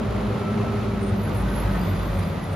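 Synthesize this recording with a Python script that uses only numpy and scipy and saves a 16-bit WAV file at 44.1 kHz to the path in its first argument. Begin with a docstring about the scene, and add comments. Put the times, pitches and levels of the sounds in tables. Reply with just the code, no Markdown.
"""Heavy truck, slow night pass

A heavy articulated truck rolls past two microphones some tens of metres away, losing a little speed.
Exhaust, fan and drive are wavering harmonics on sinking pitches; the gear whines far above them.
Shaped noise gives the diesel clatter and road rumble, narrow noise the ringing of the tractor.
A short low sine is the trailer's one thump. From about one second the dragging brakes squeak very high,
one of them once per wheel turn, among a wandering whistle and faint chirps; engine covers rattle briefly."""
import sys
import numpy as np
from scipy import signal
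from scipy.fft import rfft, irfft
from scipy.io import wavfile

SR = 44100
rng = np.random.default_rng(int(sys.argv[2]) if len(sys.argv) > 2 else 0)


def to_wav(s):
    """Save 16-bit WAV."""
    ch = np.atleast_2d(s).T  # columns
    pcm = np.round(np.clip(ch, -1, 1) * 32767)  # PCM
    wavfile.write(sys.argv[1], SR, pcm.astype(np.int16))


N = 112455
LEFT_RIGHT = np.array([[1], [-1]])  # signs that set the two microphones apart


def undb(db):
    """Decibels to gain."""
    return 10 ** (np.asarray(db) / 20)


def seconds():
    """Time of every sample."""
    return np.arange(N) / SR


def curve(rows, axis=1):
    """One column of a table, joined by straight lines in time."""
    rows = np.array(rows, float)
    return np.interp(seconds(), rows[:, 0], rows[:, axis])


def over_bins(rows, axis=1):
    """One column of a table, joined on a log-frequency axis."""
    rows = np.array(rows, float)
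    bins_hz = np.arange(N // 2 + 1) * SR / N
    return np.interp(np.log(bins_hz + 1e-9), np.log(rows[:, 0]), rows[:, axis])


def walk(rate):
    """Smooth chance with spread 1 that moves about rate times a second."""
    bins_hz = np.arange(N // 2 + 1) * SR / N
    smooth = irfft(rfft(rng.standard_normal(N)) * np.exp(-.5 * (bins_hz / rate) ** 2), N)
    return smooth / smooth.std()


def narrow(width):
    """The wandering strength and phase of a narrow band of noise, width in Hz."""
    return (walk(width) + 1j * walk(width)) / np.sqrt(2)


def spin(hz):
    """A rotating phasor whose pitch may move."""
    return np.exp(2j * np.pi * np.cumsum(hz) / SR)


def partial(hz, db, rough, apart):
    """A line on a moving pitch; scattered paths make it waver, a little differently in each channel."""
    def scatter():
        return (walk(14.4) + 1j * walk(10.8)) / np.sqrt(2)

    paths = 1 + rough * scatter() + apart * scatter() * LEFT_RIGHT
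    tone = np.exp(2j * np.pi * (np.cumsum(hz) / SR + rng.random()))
    even_power = np.sqrt(2 / (1 + rough ** 2 + apart ** 2))
    return even_power * undb(db) * (paths * tone).real


# How sound reaches the two microphones: pitch_hz, coherence (0-1), left_lead_rad
MICROPHONES = [(110, 0.98, 0), (260, 0.79, 0), (545, 0.6, 0.51), (1400, 0.49, -0.56), (2750, 0.72, 0),
               (6350, 0.46, -0.6), (7300, .6, -2), (7680, 1, -3), (8900, 1, -3.5), (10840, 0.93, -6),
               (12400, 1, -7), (14000, 0.8, -8.5)]


def diffuse(colour):
    """Stereo noise of a given colour and unit level, partly alike at the two microphones."""
    alike = np.clip(over_bins(MICROPHONES), 0, 1)
    gain = undb(over_bins(colour))
    mid = rfft(rng.standard_normal(N)) * gain * np.sqrt(1 + alike)
    side = rfft(rng.standard_normal(N)) * gain * np.sqrt(1 - alike)
    turn = np.exp(.5j * over_bins(MICROPHONES, axis=2))
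    stereo = irfft(np.array([(mid + side) * turn, (mid - side) / turn]), N)
    return stereo / stereo.std()


def scattered(count, span, band, db, length, glide):
    """Brief, wavering rings at random times, pitches and levels (within 5 dB either way)."""
    t = seconds()
    out, mics, waver = np.zeros((2, N)), np.array(MICROPHONES), narrow(60)
    for when, pitch, size, slope in rng.random((count, 4)):
        age = t - np.interp(when, (0, 1), span)
        hz = np.interp(pitch, (0, 1), band)
        near = np.abs(age) < .1  # the ring is negligible beyond this
        a = age[near]
        lead = np.interp(hz, mics[:, 0], mics[:, 2])
        glided = hz * a + (slope - .5) * glide * a ** 2  # up or down, by at most the given glide
        phase = 2 * np.pi * glided + .5 * lead * LEFT_RIGHT
        path = 1 + .5 * np.roll(waver, int(pitch * N))[near]
        ring = np.exp(-(a / length) ** 2) * (path * np.exp(1j * phase)).real
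        out[:, near] += undb(db + 10 * (size - .5)) * ring
    return out


# Engine speed as the rate of firings: start_s, pitch_hz
FIRING_RATE = [(0, 54.94), (.55, 55.86), (1.2, 53.5), (1.45, 52.18), (1.75, 50.92), (2.15, 49.95),
               (2.55, 48.57)]
# Exhaust fundamental: start_s, level_db
EXHAUST_BOOM = [(0, -35), (.26, -29.5), (.42, -58), (.9, -33.5), (1.34, -36), (1.43, -26.5), (1.73, -25),
                (1.87, -37), (2.0, -28.5), (2.16, -26), (2.26, -40), (2.55, -42)]
# Exhaust overtones: multiple of the firing rate, first_level_db, last_level_db
EXHAUST_OVERTONES = [(2, -32, -33.5), (3, -52.5, -34), (4, -31, -39.5), (7, -41, -51), (9, -41, -56)]


def exhaust(firing):
    """The firing rate booms out of the pipe with uneven overtones."""
    out = partial(firing, curve(EXHAUST_BOOM), rough=0.24, apart=0.066)
    for k, first_db, last_db in EXHAUST_OVERTONES:
        level_db = np.linspace(first_db, last_db, N)
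        out = out + partial(round(k) * firing, level_db, rough=1.0, apart=0.079)
    return out


# Fan and drive: start_s, pitch_hz, then level_db of multiples 1, 2 and 4 (the last before its swell)
DRIVE_DRONE = [(0, 101.7, -35, -30.5, -37), (.45, 101.6, -36, -33, -35), (.75, 100.5, -30, -33.5, -35.5),
               (1.1, 98.9, -39, -30, -35.5), (1.56, 96.56, -33.5, -37.5, -51.5),
               (1.69, 98.06, -27, -29, -47), (1.8, 96.16, -34.5, -31, -59), (1.93, 95.17, -22.5, -39, -46),
               (2.06, 93.83, -37, -39, -52), (2.21, 92.65, -28.5, -38, -49), (2.55, 91.9, -36, -44, -55)]
# Further drone harmonics: multiple, level_db
DRIVE_UPPER = [(3, -45.5), (6, -45)]
# Gear whine: start_s, level_db
GEAR_WHINE = [(0, -48), (.28, -48), (.5, -39), (.85, -47), (1.4, -50.5), (2.55, -60)]
GEAR_MULTIPLE, GEAR_WAVER = 13.03, .008  # whine over drone pitch; spread of its pitch as a fraction
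GEAR_OCTAVE_DB = -16  # octave of the whine, relative to the whine
SWELL_RATE_HZ, SWELL_DB = 6.7, 4.2


def drive():
    """Fan and drive drone in octaves; a gear whines far above them."""
    hz = curve(DRIVE_DRONE)
    swell = SWELL_DB * np.cos(2 * np.pi * SWELL_RATE_HZ * seconds())  # the upper octave beats
    out = partial(hz, curve(DRIVE_DRONE, axis=2), rough=0.14, apart=0.037)
    out = out + partial(2 * hz, curve(DRIVE_DRONE, axis=3), rough=0.52, apart=0.14)
    out = out + partial(4 * hz, curve(DRIVE_DRONE, axis=4) + swell, rough=0.49, apart=0.34)
    for k, db in DRIVE_UPPER:
        out = out + partial(round(k) * hz, db, rough=0.93, apart=0.37)
    gear_hz = GEAR_MULTIPLE * hz * (1 + GEAR_WAVER * walk(19.5))
    gear_db = curve(GEAR_WHINE)
    out = out + partial(2 * gear_hz, gear_db + GEAR_OCTAVE_DB, rough=0.74, apart=0.35)
    return out + partial(gear_hz, gear_db, rough=0.48, apart=0.24)


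# Colour of diesel clatter and air: pitch_hz, relative level_db per Hz
CLATTER_COLOUR = [(20, -27), (500, -7.5), (1100, -2), (2000, 1), (2800, -6), (4000, -6.5), (5500, -16),
                  (7000, -15.5), (10000, -17), (12000, -19.5), (13500, -42), (16000, -48)]
# Its loudness before pulsing and wander: start_s, level_db
CLATTER_LOUDNESS = [(0, -44.5), (.7, -43.5), (1.15, -45), (1.4, -43.5), (1.6, -41.5), (2.1, -43),
                    (2.55, -44.5)]
CLATTER_DEPTH = .14  # mean depth of the pulsing


def clatter(firing):
    """Combustion noise pulses with each firing, by an uneven depth."""
    beat = np.cos(2 * np.pi * np.cumsum(firing) / SR)
    pulse = 1 + CLATTER_DEPTH * beat * (1 + 0.68 * walk(34))
    return diffuse(CLATTER_COLOUR) * pulse * undb(curve(CLATTER_LOUDNESS) + 0.6 * walk(25))


# Colour of tyre and body rumble: pitch_hz, relative level_db per Hz
RUMBLE_COLOUR = [(20, -30), (34, -27), (50, -7), (75, 0.5), (110, 0), (145, -2), (210, -1.5), (275, -6.5),
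                 (450, -9), (620, -8.5), (800, -12.5), (1350, -15), (1650, -25), (2600, -28), (5000, -39.5),
                 (16000, -66)]
# Its loudness before a slight wander: start_s, level_db
RUMBLE_LOUDNESS = [(0, -27), (.5, -28.5), (1.0, -29), (1.25, -27.5), (1.9, -28.5), (2.3, -29.5),
                   (2.55, -30.5)]
# Tread hum, sinking as the truck slows: start_s, pitch_hz, level_db
TREAD_HUM = [(1.0, 198.6, -52), (1.5, 184, -34), (1.68, 179.9, -37), (1.85, 173.9, -29.5),
             (2.05, 169.9, -35.5), (2.3, 167, -34.5), (2.55, 160.3, -34.5)]


def tyres():
    """Tyres and trailer body rumble over the road, and the tread hums."""
    hum = partial(curve(TREAD_HUM), curve(TREAD_HUM, axis=2), rough=0.27, apart=.1)
    return hum + diffuse(RUMBLE_COLOUR) * undb(curve(RUMBLE_LOUDNESS) + 0.7 * walk(4.8))


# Ringing of engine block, gearbox and body: pitch_hz, width_hz, level_db, loudest_s, length_s
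# (level before the added channel difference)
BLOCK_RINGS = [(1508, 72.5, -49.5, 1.65, 0.67), (1948, 153, -51.5, 1.9, 1), (3510, 60, -59.5, 2.03, 1),
               (2386, 220, -58, 0.71, 0.62), (1149, 700, -42.5, 2.09, 0.16)]


def block():
    """Resonances of the tractor, as narrow noise, swell and fade as it passes behind the trees."""
    t = seconds()

    def ring(hz, width):
        return np.sqrt(2) * (narrow(width / 2) * np.exp(2j * np.pi * hz * t)).real

    out = 0
    for hz, width, db, at, length in BLOCK_RINGS:
        apart = .4 * min(hz / 700, 1)  # high rings differ more between the channels
        swell = undb(db) * np.exp(-2 * ((t - at) / length) ** 2)
        out = out + swell * (ring(hz, width) + apart * ring(hz, width) * LEFT_RIGHT)
    return out


BRAKE_ON_S, BRAKE_RISE_S, BRAKE_FLUTTER_DB = .95, 0.34, 3  # flutter is the spread of a random walk


def dragging():
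    """How far the pads have come on, 0 to 1."""
    return np.clip((seconds() - BRAKE_ON_S) / BRAKE_RISE_S, 0, 1)


# Brake modes: pitch_hz (before bend and wander), width_hz, left_lead_rad, rubbing level_db (before flutter)
BRAKE_MODES = [(8680, 170, 2.7, -68), (11120, 70, .1, -68), (12800, 190, 1.3, -68), (4770, 50, 0, -70)]
# Squeaks: centre_s, length_s, mode (row of the brake modes, rounded), level_db (before stutter and flutter)
BRAKE_SQUEAKS = [(1.03, 0.024, 0, -41.5), (1.08, 0.037, 0, -45), (1.38, 0.076, 0.5, -52),
                 (1.77, 0.11, 0, -50), (2.17, .14, 0, -55.5), (2.532, 0.058, 0.5, -55),
                 (1.254, 0.035, 1, -49.5), (1.394, 0.05, 1, -50.5), (1.511, .03, 1, -47),
                 (1.575, 0.048, 1, -44), (1.802, .03, 1.5, -54), (1.98, 0.039, 1, -54),
                 (2.2, 0.018, 1, -46.5), (2.453, 0.042, 1, -51.5), (1.61, .06, 2, -53),
                 (1.819, .025, 3, -52), (1.892, 0.056, 2, -49), (1.951, 0.198, 3, -60),
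                 (2.235, .025, 3, -49)]
SQUEAK_BEND_HZ = 50  # lift as the pad bites, for the second mode; the others in proportion to pitch


def brakes():
    """Each mode sings faintly under the dragging pad and flares into stuttering squeaks that bend in pitch."""
    t = seconds()
    drag = dragging()
    out = 0
    for k, (hz, width, lead, rub_db) in enumerate(BRAKE_MODES):
        flare, biting = 0, 0
        for at, length, mode, db in BRAKE_SQUEAKS:
            if round(mode) == k:
                bite = np.exp(-2 * ((t - at) / length) ** 2)
                flare = flare + undb(db) * bite
                biting = biting + bite
        bend = SQUEAK_BEND_HZ * (biting - 1) * hz / BRAKE_MODES[1][0]
        sing = flare * (0.73 + 0.56 * narrow(width))
        rub = drag * undb(rub_db) * narrow(width)
        flutter = undb(BRAKE_FLUTTER_DB * walk(40))
        voice = (sing + rub) * flutter * spin(hz + bend + 0.45 * width * walk(14))
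        out = out + np.sqrt(2) * (voice * np.exp(.5j * lead * LEFT_RIGHT)).real
    return out


# The highest brake whistle wanders in pitch: start_s, pitch_hz, level_db
BRAKE_WHISTLE = [(1.0, 14800, -72.5), (1.25, 14600, -50), (1.33, 15450, -55), (1.5, 15500, -60),
                 (1.66, 14600, -60), (1.87, 14950, -47), (2.02, 14340, -58), (2.22, 14780, -54),
                 (2.33, 14650, -50), (2.41, 14500, -66)]
WHISTLE_LEAD_RAD, WHISTLE_WIDTH_HZ = 3.1, 90  # lead of the left channel
SIZZLE_HZ, SIZZLE_WIDTH_HZ, SIZZLE_DB = 14400, 550, -64  # level before flutter


def whistle():
    """A thin, splintered brake whistle at the top of hearing, in the sizzle of the pads."""
    sing = undb(curve(BRAKE_WHISTLE, axis=2)) * narrow(WHISTLE_WIDTH_HZ) * spin(curve(BRAKE_WHISTLE))
    sizzle_gain = dragging() * undb(SIZZLE_DB + BRAKE_FLUTTER_DB * walk(20))
    sizzle = sizzle_gain * narrow(SIZZLE_WIDTH_HZ) * np.exp(2j * np.pi * SIZZLE_HZ * seconds())
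    return np.sqrt(2) * ((sing + sizzle) * np.exp(.5j * WHISTLE_LEAD_RAD * LEFT_RIGHT)).real


THUMP_S, THUMP_LENGTH_S, THUMP_HZ, THUMP_DB = 1.131, 0.02, 103.8, -15


def thump():
    """The hollow trailer booms briefly over a bump: a low sine under a bell-shaped envelope."""
    age = seconds() - THUMP_S
    envelope = np.exp(-(age / THUMP_LENGTH_S) ** 2)
    return undb(THUMP_DB) * envelope * np.sin(2 * np.pi * THUMP_HZ * age)


def chirps():
    """The pads also let out faint, overlapping chirps that glide in pitch (s, Hz, dB, s, Hz per s)."""
    return scattered(count=70, span=(1.18, 2.3), band=(11000, 13900), db=-59, length=0.019, glide=6200)


def rattle():
    """Engine covers ring roughly while the tractor is clear of the trees (s, Hz, dB, s)."""
    return scattered(count=50, span=(1.28, 1.85), band=(804, 2050), db=-46.5, length=.018, glide=0)


def scene():
    """The whole truck."""
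    firing = curve(FIRING_RATE)
    engine = exhaust(firing) + drive() + clatter(firing) + block()
    road = tyres() + thump()
    pads = brakes() + whistle() + chirps()
    return engine + road + pads + rattle()


def record(dry):
    """The recorder cuts the top steeply above 15600 Hz."""
    top_cut = signal.ellip(8, .2, 70, 15600, fs=SR, output="sos")
    return signal.sosfilt(top_cut, dry)


dry = scene()
out = record(dry)
to_wav(out)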